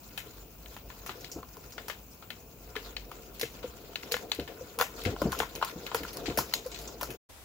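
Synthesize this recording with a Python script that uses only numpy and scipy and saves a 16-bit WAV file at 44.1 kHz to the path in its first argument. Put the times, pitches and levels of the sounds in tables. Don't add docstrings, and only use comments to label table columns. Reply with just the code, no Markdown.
import sys
import numpy as np
from scipy import signal
from scipy.fft import rfft, irfft
from scipy.io import wavfile
from scipy.ndimage import uniform_filter1d

SR = 44100
rng = np.random.default_rng(int(sys.argv[2]) if len(sys.argv) > 2 else 0)


def output_pcm(signal):
    pcm = np.clip(np.atleast_2d(signal).T, -1, 1) * 32767
    wavfile.write(sys.argv[1], SR, np.round(pcm).astype(np.int16))


N = 328104

# (frequency [Hz], width [Hz], relative level [dB])
MILL_MODES = [(1046, 95, -12), (1407, 130, -2), (1715, 40, -18), (2100, 88, -18), (2580, 133, -17),
              (3048, 81, -17.5), (4000, 105, -7), (4384, 94, -1.5), (5080, 440, -2), (5800, 470, -4.5),
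              (6490, 100, 3), (7030, 700, 3), (11730, 860, -1.5), (14300, 600, -15.5)]
# (frequency [Hz], width [Hz], relative level [dB])
BOWL_MODES = [(128, 13, -4.5), (325, 200, -12), (455.3, 110, 0.5), (689.5, 26, 2.5)]
# (low edge [Hz], high edge [Hz])
SNAG_BANDS_HZ = [(1500, 4000), (600, 1500), (4000, 8000), (8000, 16500)]


def gain_of(db):
    return 10 ** (np.asarray(db) / 20)


def evened(x):
    return x / np.sqrt(np.mean(x ** 2) + 1e-20)


def spectrum_at(points, hz):
    f, value = np.transpose(points)
    return np.interp(np.log(hz + 1), np.log(f + 1), value)


def curve(points):
    s, value = np.transpose(points)
    return np.interp(np.arange(N) / SR, s, value)


def add(mix, s, sound):
    part = mix[:, round(s * SR):][:, :sound.shape[1]]
    part += sound[:, :part.shape[1]]


def band(x, lo_hz, hi_hz):
    sos = signal.butter(2, [lo_hz, hi_hz], "bandpass", fs=SR, output="sos")
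    return signal.sosfilt(sos, x)


def ring(x, modes, dry):
    out = dry * x
    for hz, width_hz, db in modes:
        r = np.exp(-np.pi * width_hz / SR)
        b = [1 - r * r, 0, r * r - 1]
        a = [2, -4 * r * np.cos(2 * np.pi * hz / SR), 2 * r * r]
        out = out + 2 * gain_of(db) * signal.lfilter(b, a, x)
    return out


def stereo(spectrum, sources):
    # (frequency [Hz], left-right likeness [0-1])
    likeness = [(60, 0.76), (180, 0.96), (550, 0.74), (1650, 0.035), (4970, 0.017), (15000, 0.071)]
    # (frequency [Hz], left over right [dB])
    tilt = [(60, 1), (150, 2.0), (380, 2), (950, 4), (2380, 3.5), (5980, 0), (15000, 3.5)]
    hz = np.fft.rfftfreq(N, 1 / SR)
    same = np.clip(spectrum_at(likeness, hz), -1, 1)
    lean = gain_of(spectrum_at(tilt, hz) / 2)
    a, b = rfft(sources)
    left = a * lean
    right = (same * a + np.sqrt(1 - same ** 2) * b) / lean
    out = irfft(np.array([left, right]) * gain_of(spectrum_at(spectrum, hz)), N)
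    return out / np.sqrt(np.mean(out.mean(0) ** 2))


def grit(slips_per_s, spread_db, hiss, patchy_db):
    happens = rng.random(N) < slips_per_s / SR
    size = gain_of(spread_db * np.minimum(rng.exponential(1, N), 4)) * happens
    slips = signal.oaconvolve(size, np.exp(-np.arange(1500) / 110.0))[:N]
    noise = (hiss + evened(slips)) * rng.standard_normal((2, N))
    z = signal.stft(noise, nperseg=256, noverlap=192)[2]
    patches = uniform_filter1d(rng.standard_normal(z.shape[1:]), size=7, axis=0)
    patches = uniform_filter1d(patches, size=16, axis=1)
    swell = uniform_filter1d(rng.standard_normal(z.shape[2]), size=40)
    z = z * gain_of(patchy_db * evened(patches) + 2.95 * evened(swell))
    return signal.istft(z, nperseg=256, noverlap=192)[1][:, :N]


def quieter_room():
    # (frequency [Hz], relative level per Hz [dB])
    colour = [(30, -24), (60, 5.5), (160, -15), (550, -12), (1000, -15.5), (8000, -21.5), (15000, -22.5)]
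    return gain_of(-52.5) * stereo(colour, rng.standard_normal((2, N)))


def room_tone():
    # (frequency [Hz], relative level per Hz [dB])
    colour = [(20, -34.5), (40, -12), (50, -2), (75, 1), (125, -0.5), (300, -4.5), (480, -14.5),
              (650, -11.5), (1390, -19), (1950, -26.5), (2500, -15.5), (3500, -27), (7200, -25),
              (8400, -31), (12000, -25.5), (13500, -29.5), (15300, -12)]
    return gain_of(-52) * stereo(colour, rng.standard_normal((2, N)))


def rumble():
    # (time [s], level [dB])
    swell = [(0, -60), (.7, -53.5), (2.2, -60.5), (3.2, -51.5), (4.6, -63), (5.2, -48.5), (5.8, -60.5),
             (7.2, -51)]
    noise = rng.standard_normal(N) + 0.17 * rng.standard_normal((2, N))
    low = band(band(noise, 44.2, 61.0), 40, 58.3)
    return evened(low) * gain_of(curve(swell))


def whine():
    # (time [s], level offset [dB])
    fade = [(0, -2), (5.0, -5), (6.4, -5.5), (7.1, -4)]
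    whine_hz, throb_hz, base_db, throb_depth = 15122, 401, -62.5, 1.3
    t = np.arange(N) / SR
    waver = np.cumsum(evened(uniform_filter1d(rng.standard_normal(N), size=6000))) / SR
    tone = np.sqrt(2) * np.sin(2 * np.pi * (whine_hz * t + 1.3 * waver))
    throb = 1 + throb_depth * np.cos(2 * np.pi * (throb_hz * t + 1.4 * waver))
    return gain_of(base_db + curve(fade)) * tone * throb * gain_of([[2.5], [-3.5]])


def knocks():
    # (time [s], strength before the bowl modes [dB], starting pitch [Hz], thump share [0-1])
    hits = [(1.088, -41, 375, 0.7), (1.359, -32, 284, 0.74), (2.761, -36.5, 438, 0.36),
            (3.427, -30.5, 486, 0.38), (3.64, -29.5, 519, 0.26), (4.115, -34, 480, 0.03),
            (4.14, -31.5, 509, 0.2), (4.387, -28.5, 297, 0.88), (4.609, -35.5, 525, 0.5),
            (4.779, -39.5, 483, 0.53), (4.804, -25.5, 502, 0.06), (5.059, -20.5, 93, 0.45),
            (5.081, -24.5, 99, 0), (5.216, -15.5, 590, 0.32), (5.238, -31.5, 415, 0.7),
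            (5.253, -16.5, 182, 0.63), (5.4, -30.5, 466, 0.53), (5.758, -30, 176, 0.43),
            (5.944, -29, 470, 0.34), (6.005, -36.5, 296, 1), (6.28, -27.5, 290, 1), (6.374, -19, 624, 0.32),
            (6.658, -29.5, 524, 0.04), (7.023, -32, 600, 0.3), (7.089, -41.5, 126, 0.75)]
    # (frequency [Hz], relative level [dB], T60 [s])
    counter_modes = [(68, 4.5, 0.35), (98, -4.5, 0.28), (144, 0.5, 0.23), (201.6, 4, 0.18),
                     (312.6, 5, 0.13)]
    base_t60_s = 0.061
    pitch_power = 0.56
    damping = 0.27
    out, t = np.zeros((2, N)), np.arange(9000) / SR
    boom = sum(gain_of(db - 60 * t / t60_s) * np.sin(2 * np.pi * hz * t) for hz, db, t60_s in counter_modes)
    noises = rng.standard_normal((len(hits), len(t)))
    for (s, db, hz, thump), noise in zip(hits, noises):
        rise_s = 0.0021 + 0.0011 * max(1 - thump, 0)
        rise = 1 - np.exp(-(t / rise_s) ** 2)
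        t60_s = base_t60_s * (500 / hz) ** pitch_power * gain_of(-damping * (db + 30))
        fade = gain_of(-60 * t / t60_s)
        rock = np.sin(2 * np.pi * hz * t * (1 - 1.17 * t)) * fade
        shake = evened(band(noise, 74, 464)) * np.sqrt(fade)
        knock = rise * (rock + thump * (0.31 * boom + 0.5 * shake))
        add(out, s, gain_of(db) * knock * gain_of([[1.2], [-1.2]]))
    return ring(out, BOWL_MODES, 0.63)


def struck(spot_hz, chance):
    hz, width_hz, db = np.transpose(MILL_MODES)
    return np.transpose([hz, width_hz, db - 15 * abs(np.log2(hz / spot_hz)) + 2.5 * chance])


def clank(t, modes):
    hz, width_hz, db = modes.T[:, :, None]
    out = (gain_of(db) * np.exp(-np.pi * width_hz * t) * np.sin(2 * np.pi * hz * t)).sum(0)
    return out / abs(out).max()


def band_levels(clank_db, spot_hz, edge_db):
    fall_db_per_oct, dull_db_per_oct = 8, 15.5
    mid, low, upper = [abs(np.log2(np.sqrt(lo * hi) / spot_hz)) for lo, hi in SNAG_BANDS_HZ[:3]]
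    upper_gain = np.hypot(gain_of(clank_db - dull_db_per_oct * upper), gain_of(edge_db - 1.13))
    return (clank_db - fall_db_per_oct * mid, clank_db - 1.5 - fall_db_per_oct * low,
            20 * np.log10(upper_gain), edge_db + 0.4)


def clicks():
    # (time [s], clank peak [dB], part struck hardest [Hz], bright-edge peak [dB], rattle re snap [dB])
    snags = [(0.1762, -25, 2600, -27.5, -12.5), (0.6589, -39.5, 2400, -45, -18),
             (0.7649, -26, 1360, -38, -17), (0.9013, -26.5, 1410, -52, -15),
             (1.0621, -27.5, 1350, -34.5, -8), (1.0929, -17.5, 1330, -46, -14),
             (1.208, -41, 5530, -45, -10.5), (1.2444, -27.5, 3540, -42, -13.5),
             (1.3156, -34.5, 5750, -39, -5), (1.388, -34.5, 1010, -50, -15), (1.429, -32, 1030, -50, -17),
             (1.5682, -35, 1050, -39, -17), (1.7218, -38, 5260, -44, -8.5), (1.7802, -21, 1470, -64, -14.5),
             (1.8821, -21.5, 1400, -29, -12), (1.8983, -18.5, 1470, -43, -14),
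             (2.2239, -34, 1200, -55, -10), (2.3034, -27.5, 2360, -35.5, -16.5),
             (2.754, -24.5, 1370, -54, -7.5), (2.7636, -23, 2070, -33.5, -17.5),
             (2.9659, -21, 2830, -40, -21.5), (3.115, -25.5, 1220, -39, -14.5),
             (3.3957, -33, 2130, -28.5, -13), (3.412, -14.5, 4240, -20.5, -14.5),
             (3.43, -22, 2020, -30, -14.5), (3.6291, -34.5, 1250, -57, -2.5),
             (3.9566, -19.5, 2900, -33, -22), (4.0317, -33, 2590, -50, -21), (4.114, -26, 3640, -36, -7),
             (4.12, -13, 4600, -17, -17.5), (4.1408, -11.5, 1780, -44, -22),
             (4.1658, -21.5, 1710, -31, -21), (4.3169, -11, 3220, -25.5, -21), (4.348, -35, 2710, -31, -19),
             (4.3965, -27, 2670, -36, -15.5), (4.4766, -28, 1530, -47, -11.5),
             (4.7877, -18.5, 1300, -24, -10.5), (4.798, -15, 1120, -46, -14),
             (4.8109, -5.5, 1370, -14.5, -16), (4.824, -17, 1040, -32.5, -20), (5.018, -29, 3900, -42, -15),
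             (5.036, -40, 2480, -37.5, -7), (5.0505, -30, 1880, -49.5, 1), (5.163, -26, 1090, -53, -38),
             (5.217, -16.5, 1100, -27, -17), (5.3196, -24, 1630, -26, -12), (5.3273, -18, 970, -37, -20),
             (5.348, -26, 1040, -50, -30), (5.3886, -20, 4550, -23, -12.5),
             (5.4013, -9.5, 1410, -27, -14.5), (5.4184, -20.5, 902, -38, -12),
             (5.4306, -19.5, 1140, -47, -34), (5.5518, -25.5, 5900, -33, -32),
             (5.5583, -29.5, 2620, -30, -15.5), (5.614, -27, 902, -46, -6.5),
             (5.6252, -9.5, 1070, -36, -16), (5.6476, -23.5, 1080, -24, -22),
             (5.8644, -25, 2820, -33, -17.5), (5.915, -22, 1110, -53, -16),
             (5.9455, -10.5, 1250, -19.5, -15), (6.0328, -29.5, 2180, -32, -15),
             (6.0498, -23, 1090, -47, -21), (6.1308, -34, 3830, -33, -10), (6.17, -34, 1010, -25.5, -23),
             (6.2577, -26, 3100, -45.5, -7), (6.27, -33.5, 4300, -42, -17), (6.2988, -30, 2570, -43, -20),
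             (6.3737, -18.5, 1900, -17, -11.5), (6.3868, -13, 1080, -16.5, -16.5),
             (6.537, -7.5, 4300, -16.5, -17), (6.6626, -37, 974, -36.5, -10.5), (6.716, -31, 4300, -48, -7),
             (6.7444, -30.5, 3800, -47, -5), (6.788, -31.5, 4400, -36.5, -10), (6.814, -38, 4400, -38, -10),
             (6.875, -35, 6000, -44, -7.5), (7.0109, -23, 1300, -31, -8.5),
             (7.0304, -21.5, 1020, -22.5, -17.5), (7.1034, -39, 2330, -37, -6)]
    snap_t60_s = [0.0061, 0.017, 0.0098, 0.01]
    rattle_t60_s = [0.16, 0.12, 0.16, 0.12]
    right_lag_samples = [3, 1, 9, 9]
    rattle_cross = [0.012, 0.29, 0.28, 0.011]
    left_over_right_db = [8, 4.5, 2, 5.5]
    out, t = np.zeros((2, N)), np.arange(6000) / SR
    noises = rng.standard_normal((len(snags), 3, len(t)))
    rise = 1 - np.exp(-(t / 0.0007) ** 2)
    for (s, clank_db, spot_hz, edge_db, loose_db), (snap, left, right) in zip(snags, noises):
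        modes = struck(spot_hz, snap[-len(MILL_MODES):])
        blow = clank(t, modes)
        bounces = gain_of(1.53 * evened(uniform_filter1d(snap[::-1], size=130)))
        loose = ring(bounces * np.array([left, right]), modes, 0.22)
        sound = np.zeros((2, len(t)))
        bands = zip(SNAG_BANDS_HZ, band_levels(clank_db, spot_hz, edge_db), snap_t60_s,
                    rattle_t60_s, right_lag_samples, rattle_cross, left_over_right_db)
        for edges_hz, db, snap_s, rattle_s, lag, cross, lean_db in bands:
            head = band(rise * (1.21 * snap * gain_of(-60 * t / snap_s) + blow), *edges_hz)
            head = np.array([head, np.roll(head, shift=lag)]) / abs(head).max()
            tail = evened(band(loose + cross * loose[::-1], *edges_hz)) * rise
            kitchen = gain_of(-12.5 - 60 * t / 0.39)
            fade = gain_of(-60 * t / rattle_s) + kitchen
            sides = gain_of([[db + lean_db / 2], [db - lean_db / 2]])
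            sound += sides * (head + gain_of(loose_db) * tail * fade)
        add(out, s, sound)
    return out


def scrape():
    # (time [s], scrape level in 0.8-5 kHz [dB])
    pressure = [(0.0, -68), (0.23, -60), (0.55, -65.5), (1.24, -59.5), (1.55, -67), (1.88, -58.5),
                (2.06, -69.5), (2.63, -64.5), (2.85, -57), (3.28, -60), (4.24, -56), (4.81, -58.5),
                (5.14, -49), (5.22, -51.5), (5.69, -54.5), (6.18, -50.5), (6.75, -55), (7.05, -56.5)]
    # (frequency [Hz], relative level per Hz [dB])
    colour = [(500, -46), (900, 14), (1700, 9.5), (3560, 9.5), (7200, -2.5), (8600, -6.5), (12000, -4.5),
              (13200, 1), (15500, -5.5)]
    middling_db = -57
    treble_lift_db, drone_db = 3.5, -51
    treble_follow, drone_follow = 0.4, 0.98
    rub_db = curve(pressure)
    swing_db = rub_db - middling_db
    slips = grit(slips_per_s=250, spread_db=4, hiss=2.9, patchy_db=3.27)
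    rub = stereo(colour, ring(slips, MILL_MODES, 1.0))
    rub = rub / np.std(band(rub.mean(0), 800, 5000))
    treble = band(rub, 5600, 21000)
    rub = rub + (gain_of(treble_lift_db + (treble_follow - 1) * swing_db) - 1) * treble
    bowl_slips = grit(slips_per_s=41, spread_db=1.5, hiss=6.0, patchy_db=1.5)
    hum = band(ring(bowl_slips, BOWL_MODES, 0.68), 130, 610)
    drone = evened(np.array([1.41 * hum[0], 0.84 * hum[0] + 0.47 * hum[1]]))
    return gain_of(rub_db) * rub + gain_of(drone_db + drone_follow * swing_db) * drone


def scene():
    silence_from_s, silence_to_s = 7.163, 7.289
    t = np.arange(N) / SR
    before = np.clip((silence_from_s + 0.0096 - t) / 0.019, 0, 1)
    after = np.clip((t - silence_to_s) / 0.0099, 0, 1)
    background = room_tone() + rumble() + whine()
    mill = knocks() + clicks() + scrape()
    return before * (background + mill) + after * quieter_room()


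def record(dry):
    lowpass = signal.firwin(255, 15800, window=("kaiser", 7), fs=SR)
    return signal.oaconvolve(dry, lowpass[None], "same")


dry = scene()
out = record(dry)
output_pcm(out)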